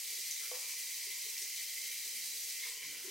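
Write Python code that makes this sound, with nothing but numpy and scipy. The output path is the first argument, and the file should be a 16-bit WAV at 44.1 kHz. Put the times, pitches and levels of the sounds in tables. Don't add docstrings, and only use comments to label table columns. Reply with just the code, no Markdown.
import sys
import numpy as np
from scipy import signal
from scipy.fft import rfft, irfft
from scipy.io import wavfile
from scipy.ndimage import uniform_filter1d

SR = 44100
rng = np.random.default_rng(int(sys.argv[2]) if len(sys.argv) > 2 else 0)


def master_out(mix):
    frames = np.transpose(np.atleast_2d(mix))
    ceiling = np.clip(frames, -1, 1)
    pcm = np.round(ceiling * 32767).astype(np.int16)
    wavfile.write(sys.argv[1], SR, pcm)


N = 136710

# (time [s], length [s], level before trim [dB], centre [Hz], width [Hz])
SHUFFLES = [(2.08, .32, -79.5, 255, 100), (2.8, .18, -77, 145, 35), (2.79, .35, -76.5, 300, 60),
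            (3.01, .2, -67, 365, 55)]
SHUFFLE_TRIM_DB = 2

# (time [s], peak before onset softening [dB], pitch [Hz])
BUMPS = [(0.125, -61.5, 440), (0.181, -62, 390), (0.401, -62.5, 420), (1.069, -55, 418), (1.246, -60, 400),
         (1.264, -57, 445), (1.414, -57.5, 408), (2.045, -61, 417), (2.654, -56.5, 460), (2.859, -65, 165),
         (3.041, -48, 380), (3.077, -47.5, 378)]
BUMP_T60_S, BUMP_ATTACK_S, BUMP_ROOM_DB = 0.09, 0.002, -1.5

# (time [s], peak [dB])
KNOCKS = [(.5145, -40), (.5305, -61)]
# (frequency [Hz], relative level [dB], T60 [s])
KNOCK_MODES = [(500, 5.5, .12), (590, -12, .08), (690, -8, .05), (780, -3, .1), (970, -14, .06),
               (1110, -6, .09), (1225, -9, .06), (1490, -21, .06)]
KNOCK_ROOM_DB = -1.5
RATTLE_DB, RATTLE_HZ, RATTLE_WIDTH_HZ = -17.5, 830, 480
RATTLE_T60_S, RATTLES_PER_S = 0.3, 700

BURBLES_PER_S, BURBLE_HZ, BURBLE_OCTAVES, BURBLE_DB = 80, 1200, 0.6, -82
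BURBLE_CYCLES, BURBLE_GLIDE = 45, 0.08

# (time [s], level [dB])
BOWL_LEVEL = [(0.35, -84), (0.7, -76), (1.0, -81), (1.1, -73), (1.33, -74), (1.48, -86), (2.58, -86),
              (2.67, -66), (2.9, -75)]
BOWL_HZ, BOWL_WIDTH_HZ, BOWL_FLUTTER_DB = 1014, 64, 2
HAND_IN_S, BOWL_HAND_RISE = 2.8, 0.021

# (centre [Hz], width [Hz], relative level [dB])
DRAIN = [(275.8, 21, -7), (383, 10.7, -0.5), (441, 43, -6.5), (476, 59, 7.5)]
GURGLE_DB, GURGLE_SWELL_DB = -76, 1.2

FIZZ_PER_S, FIZZ_HZ, FIZZ_OCTAVES = 700, 5620, 0.339
FIZZ_CYCLES, FIZZ_DB = 40, -55.5

# (time [s], ping peak [dB], pitch [Hz])
DROPS = [(0.3113, -27.5, 6150), (0.326, -37, 5700), (0.347, -38, 5890), (1.195, -35.5, 6000),
         (1.3804, -29.5, 5700), (1.4182, -33.5, 5740), (1.4235, -37, 6030), (1.563, -32.5, 4250),
         (1.576, -33, 3950), (2.245, -34, 6140), (2.375, -35, 4640), (2.669, -34.5, 4500),
         (2.6995, -33.5, 8040)]
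DROP_T60_S, DROP_ROOM_DB = 0.007, -0.5
SMACK_DB, SMACK_DECAY_S = -9, 0.0015

# (time [s], length [s], level before trim [dB], centre [Hz], width [Hz])
SLOSHES = [(0.405, .11, -62, 1520, 330), (0.532, .035, -49, 2350, 260), (0.56, .3, -70, 1150, 400),
           (0.58, .4, -56, 2350, 200), (2.617, .085, -48, 2020, 200), (2.645, .05, -62, 1200, 800),
           (2.59, .15, -49, 3900, 1500), (2.68, .55, -57.5, 3030, 450), (2.8, .8, -68, 1520, 220),
           (2.825, .04, -46.5, 2100, 200), (2.832, .04, -48, 4900, 1200), (2.9, .3, -75, 860, 300)]
SLOSH_TRIM_DB = -1.5

# (centre [Hz], width [Hz], relative level [dB])
CHURN_RINGS = [(1936, 60, 2), (2044, 55, 6), (2130, 25, 3), (2341, 65, 3.5), (2680, 80, 0), (3096, 103, 2)]
# (time [s], level [dB])
CHURN_LEVEL = [(0, -59), (0.35, -54.5), (0.7, -54.5), (1.3, -54.5), (1.9, -51), (2.3, -57.5), (2.39, -62),
               (2.48, -54), (2.95, -53), (3.04, -56.5)]
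CHURN_FLUTTER_DB, CHURN_LOWEST_HZ = 1.4, 1800

# (frequency [Hz], relative level [dB per Hz])
SPRAY_COLOUR = [(25, -50), (62, -36), (115, -34), (150, -27.5), (225, -28), (400, -25), (620, -41),
                (760, -19), (900, -27), (1300, -22.5), (1560, -17), (1770, -15), (1920, -2.5), (2500, -5),
                (2850, -5), (3500, -5.5), (4100, -3.5), (4750, 0), (5250, -4.5), (5900, 2), (7300, -2),
                (8100, 0), (9300, -3), (12000, -3.5), (15500, -5.5)]
# (time [s], level [dB])
FLOW = [(0, -42.5), (0.7, -43), (1.3, -43), (2.05, -43.5), (2.45, -43), (2.63, -43), (2.79, -48),
        (2.86, -46), (2.97, -47.5), (3.1, -45.5)]
IMPACTS_PER_S, IMPACT_SPREAD_DB = 12000, 5.5
SPRAY_FLICKER_DB, SPRAY_FLICKER_HZ, SPRAY_ROOM_DB = 1.5, 71.24, -2
# (centre [Hz], width [Hz], relative level [dB])
JET_RINGS = [(3967, 15, 2), (4450, 24, -1), (4766, 39, 5.5), (5160, 13, 9), (5740, 70, -5), (6470, 360, -7),
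             (8420, 17, 3.5)]
JET_RINGS_DB = -18.5
BASIN_ECHO_DB, BASIN_ECHO_DECAY_S, BASIN_FIRST_S = -7, 0.016, 0.0011

# (frequency [Hz], side gain [dB])
WIDTH = [(420, -23.5), (1400, -31), (2200, -49.5), (3100, -14.5), (4200, -8), (6200, -8.5), (11000, -0.9),
         (15000, 0)]
ROOM_T60_S, ROOM_TREBLE_T60_S, ROOM_SPLIT_HZ, ROOM_FIRST_S = 0.38, 0.37, 5000, 0.004
TOP_HZ = 15800


def undb(db):
    return 10 ** (np.asarray(db) / 20)


def unit(x):
    return x / np.sqrt(np.mean(x ** 2) + 1e-20)


def curve(rows):
    return undb(np.interp(np.arange(N) / SR, *np.array(rows).T))


def walk(rate_hz):
    k = max(int(SR / rate_hz), 2)
    steps = np.repeat(rng.standard_normal(N // k + 1), k)
    return 1.3 * uniform_filter1d(uniform_filter1d(steps, k), k)[:N]


def colour(x, rows):
    hz, db = np.array(rows).T
    f = np.maximum(np.fft.rfftfreq(2 * N, 1 / SR), 1)
    gain = undb(np.interp(np.log(f), np.log(hz), db))
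    return irfft(rfft(x, 2 * N) * gain)[..., :N]


def highpass(x, hz, order):
    return signal.sosfilt(signal.butter(order, hz, "high", fs=SR, output="sos"), x)


def resonate(x, hz, width_hz):
    b, a = signal.iirpeak(hz, hz / (1.55 * width_hz), fs=SR)
    return signal.lfilter(b, a, signal.lfilter(b, a, x))


def resonances(x, rows):
    return sum(undb(db) * unit(resonate(x, hz, width_hz)) for hz, width_hz, db in rows)


def ring(hz, t60_s, glide=0):
    t = np.arange(int(t60_s * SR) + 2) / SR
    phase = 2 * np.pi * hz * t * (1 + glide * t / t60_s / 2)
    return np.sin(phase) * np.exp(-np.log(1000) * t / t60_s)


def add(out, start_s, sound):
    i = min(max(int(start_s * SR), 0), N - 1)
    out[i:i + len(sound)] += sound[:N - i]


def impacts(rate_per_s, spread_db):
    hit = rng.random(N) < rate_per_s / SR
    sign = rng.choice([-1, 1], N)
    return hit * sign * undb(spread_db * np.clip(rng.standard_normal(N), -2, 2))


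def room(x, wet_db):
    t = np.arange(int(0.6 * SR)) / SR
    noise = rng.standard_normal((2, len(t)))
    bass_share = 1 / (1 + (np.fft.rfftfreq(len(t), 1 / SR) / ROOM_SPLIT_HZ) ** 4)
    tails = 0
    for share, t60_s in (bass_share, ROOM_T60_S), (1 - bass_share, ROOM_TREBLE_T60_S):
        fade = np.exp(-np.log(1000) * t / t60_s) * (t > ROOM_FIRST_S)
        tails = tails + irfft(rfft(noise) * share, len(t)) * fade / np.linalg.norm(fade)
    mid, side = (signal.fftconvolve(x, tail)[:N] for tail in tails)
    wet = undb(wet_db)
    return np.array([x + wet * mid, side * np.hypot(1, wet)])


def patches(rows, wet_db):
    out, t = np.zeros(N), np.arange(N) / SR
    for start_s, length_s, db, hz, width_hz in rows:
        swell = np.interp((t - start_s) / length_s, [0, 0.2, 1], [0, 1, 0])
        grains = unit(resonate(impacts(1500, spread_db=3), hz, width_hz))
        out += undb(db) * swell * grains
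    return room(out, wet_db)


def shuffles():
    return undb(SHUFFLE_TRIM_DB) * patches(SHUFFLES, wet_db=4.5)


def bumps():
    out = np.zeros(N)
    for start_s, db, hz in BUMPS:
        thud = ring(hz, BUMP_T60_S)
        onset = 1 - np.exp(-np.arange(len(thud)) / SR / BUMP_ATTACK_S)
        add(out, start_s, undb(db) * thud * onset)
    return room(out, BUMP_ROOM_DB)


def knock():
    first_s, first_db = KNOCKS[0]
    blows, age_s = np.zeros(N), np.arange(N) / SR - first_s
    for start_s, blow_db in KNOCKS:
        for k, (hz, db, t60_s) in enumerate(KNOCK_MODES):
            sign = (-1) ** (k // 2)
            add(blows, start_s, sign * undb(blow_db + db) * ring(hz, t60_s))
    rattle = unit(resonate(impacts(RATTLES_PER_S, spread_db=-7), RATTLE_HZ, RATTLE_WIDTH_HZ))
    rattle *= (age_s > 0) * np.exp(-np.log(1000) * np.abs(age_s) / RATTLE_T60_S)
    out = blows / np.max(np.abs(blows)) + undb(RATTLE_DB) * rattle
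    return room(highpass(out, 370, order=4) * undb(first_db), KNOCK_ROOM_DB)


def burbles():
    out = np.zeros(N)
    for when, pitch, size in rng.random((int(BURBLES_PER_S * N / SR), 3)):
        hz = BURBLE_HZ * 2 ** (BURBLE_OCTAVES * (2 * pitch - 1))
        gain = undb(10 * size) * hz / BURBLE_HZ
        add(out, when * N / SR, gain * ring(hz, BURBLE_CYCLES / hz, BURBLE_GLIDE))
    return room(unit(out), wet_db=-5.5) * undb(BURBLE_DB)


def bowl():
    hits = impacts(1500, spread_db=2.5) * undb(BOWL_FLUTTER_DB * walk(22))
    free = unit(resonate(hits, BOWL_HZ, BOWL_WIDTH_HZ))
    covered = unit(resonate(hits, BOWL_HZ * (1 + BOWL_HAND_RISE), BOWL_WIDTH_HZ))
    hand = uniform_filter1d(1. * (np.arange(N) / SR > HAND_IN_S), SR // 20)
    return room((free * (1 - hand) + covered * hand) * curve(BOWL_LEVEL), wet_db=-21.5)


def gurgle():
    hits = impacts(500, spread_db=3) * undb(GURGLE_SWELL_DB * walk(8.4))
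    return room(unit(resonances(hits, DRAIN)), wet_db=-2.0) * undb(GURGLE_DB)


def fizz():
    out = np.zeros(N)
    for when, a, b, size in rng.random((int(FIZZ_PER_S * N / SR), 4)):
        scatter = np.sqrt(6) * (a - b)
        hz = min(FIZZ_HZ * 2 ** (FIZZ_OCTAVES * scatter), 15000)
        add(out, when * N / SR, undb(13.6 * size) * ring(hz, FIZZ_CYCLES / hz))
    out = highpass(out, 2400, order=4)
    return room(unit(out) * unit(curve(FLOW)), wet_db=4.0) * undb(FIZZ_DB)


def drops():
    out, t = np.zeros(N), np.arange(SR // 50) / SR
    for start_s, db, hz in DROPS:
        add(out, start_s, undb(db) * ring(hz, DROP_T60_S))
        noise = unit(resonate(rng.standard_normal(len(t)), hz, 3000))
        add(out, start_s, undb(db + SMACK_DB) * noise * np.exp(-t / SMACK_DECAY_S))
    return room(highpass(out, 3000, order=2), DROP_ROOM_DB)


def sloshes():
    return undb(SLOSH_TRIM_DB) * patches(SLOSHES, wet_db=-0.5)


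def churn():
    hits = impacts(1200, spread_db=1.5) * undb(CHURN_FLUTTER_DB * walk(39.9))
    rings = highpass(resonances(hits, CHURN_RINGS), CHURN_LOWEST_HZ, order=8)
    heard = room(rings, wet_db=-12.5)
    return heard / np.std(heard[0]) * curve(CHURN_LEVEL)


def basin(x):
    t = np.arange(SR // 20) / SR
    echo = rng.standard_normal(len(t)) * np.exp(-t / BASIN_ECHO_DECAY_S) * (t > BASIN_FIRST_S)
    return x + undb(BASIN_ECHO_DB) * signal.fftconvolve(x, echo / np.linalg.norm(echo))[:N]


def spray():
    hits = unit(impacts(IMPACTS_PER_S, IMPACT_SPREAD_DB))
    hits = hits * undb(SPRAY_FLICKER_DB * walk(SPRAY_FLICKER_HZ))
    blur_mid, blur_side = rng.standard_normal((2, N))
    wet = undb(SPRAY_ROOM_DB)
    mid = basin(hits + wet * blur_mid)
    side = basin(blur_side * np.hypot(1, wet))
    hiss = unit(colour(np.array([mid, side]), SPRAY_COLOUR))
    rings = unit(resonances(rng.standard_normal((2, N)), JET_RINGS))
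    return (hiss + undb(JET_RINGS_DB) * rings) * curve(FLOW)


def scene():
    water = spray() + churn() + gurgle() + drops() + sloshes() + fizz() + bowl() + burbles()
    mid, side = water + knock() + bumps() + shuffles()
    side = colour(side, WIDTH)
    return np.array([mid + side, mid - side])


def record(dry):
    return signal.sosfilt(signal.ellip(10, 0.2, 70, TOP_HZ, fs=SR, output="sos"), dry)


dry = scene()
out = record(dry)
master_out(out)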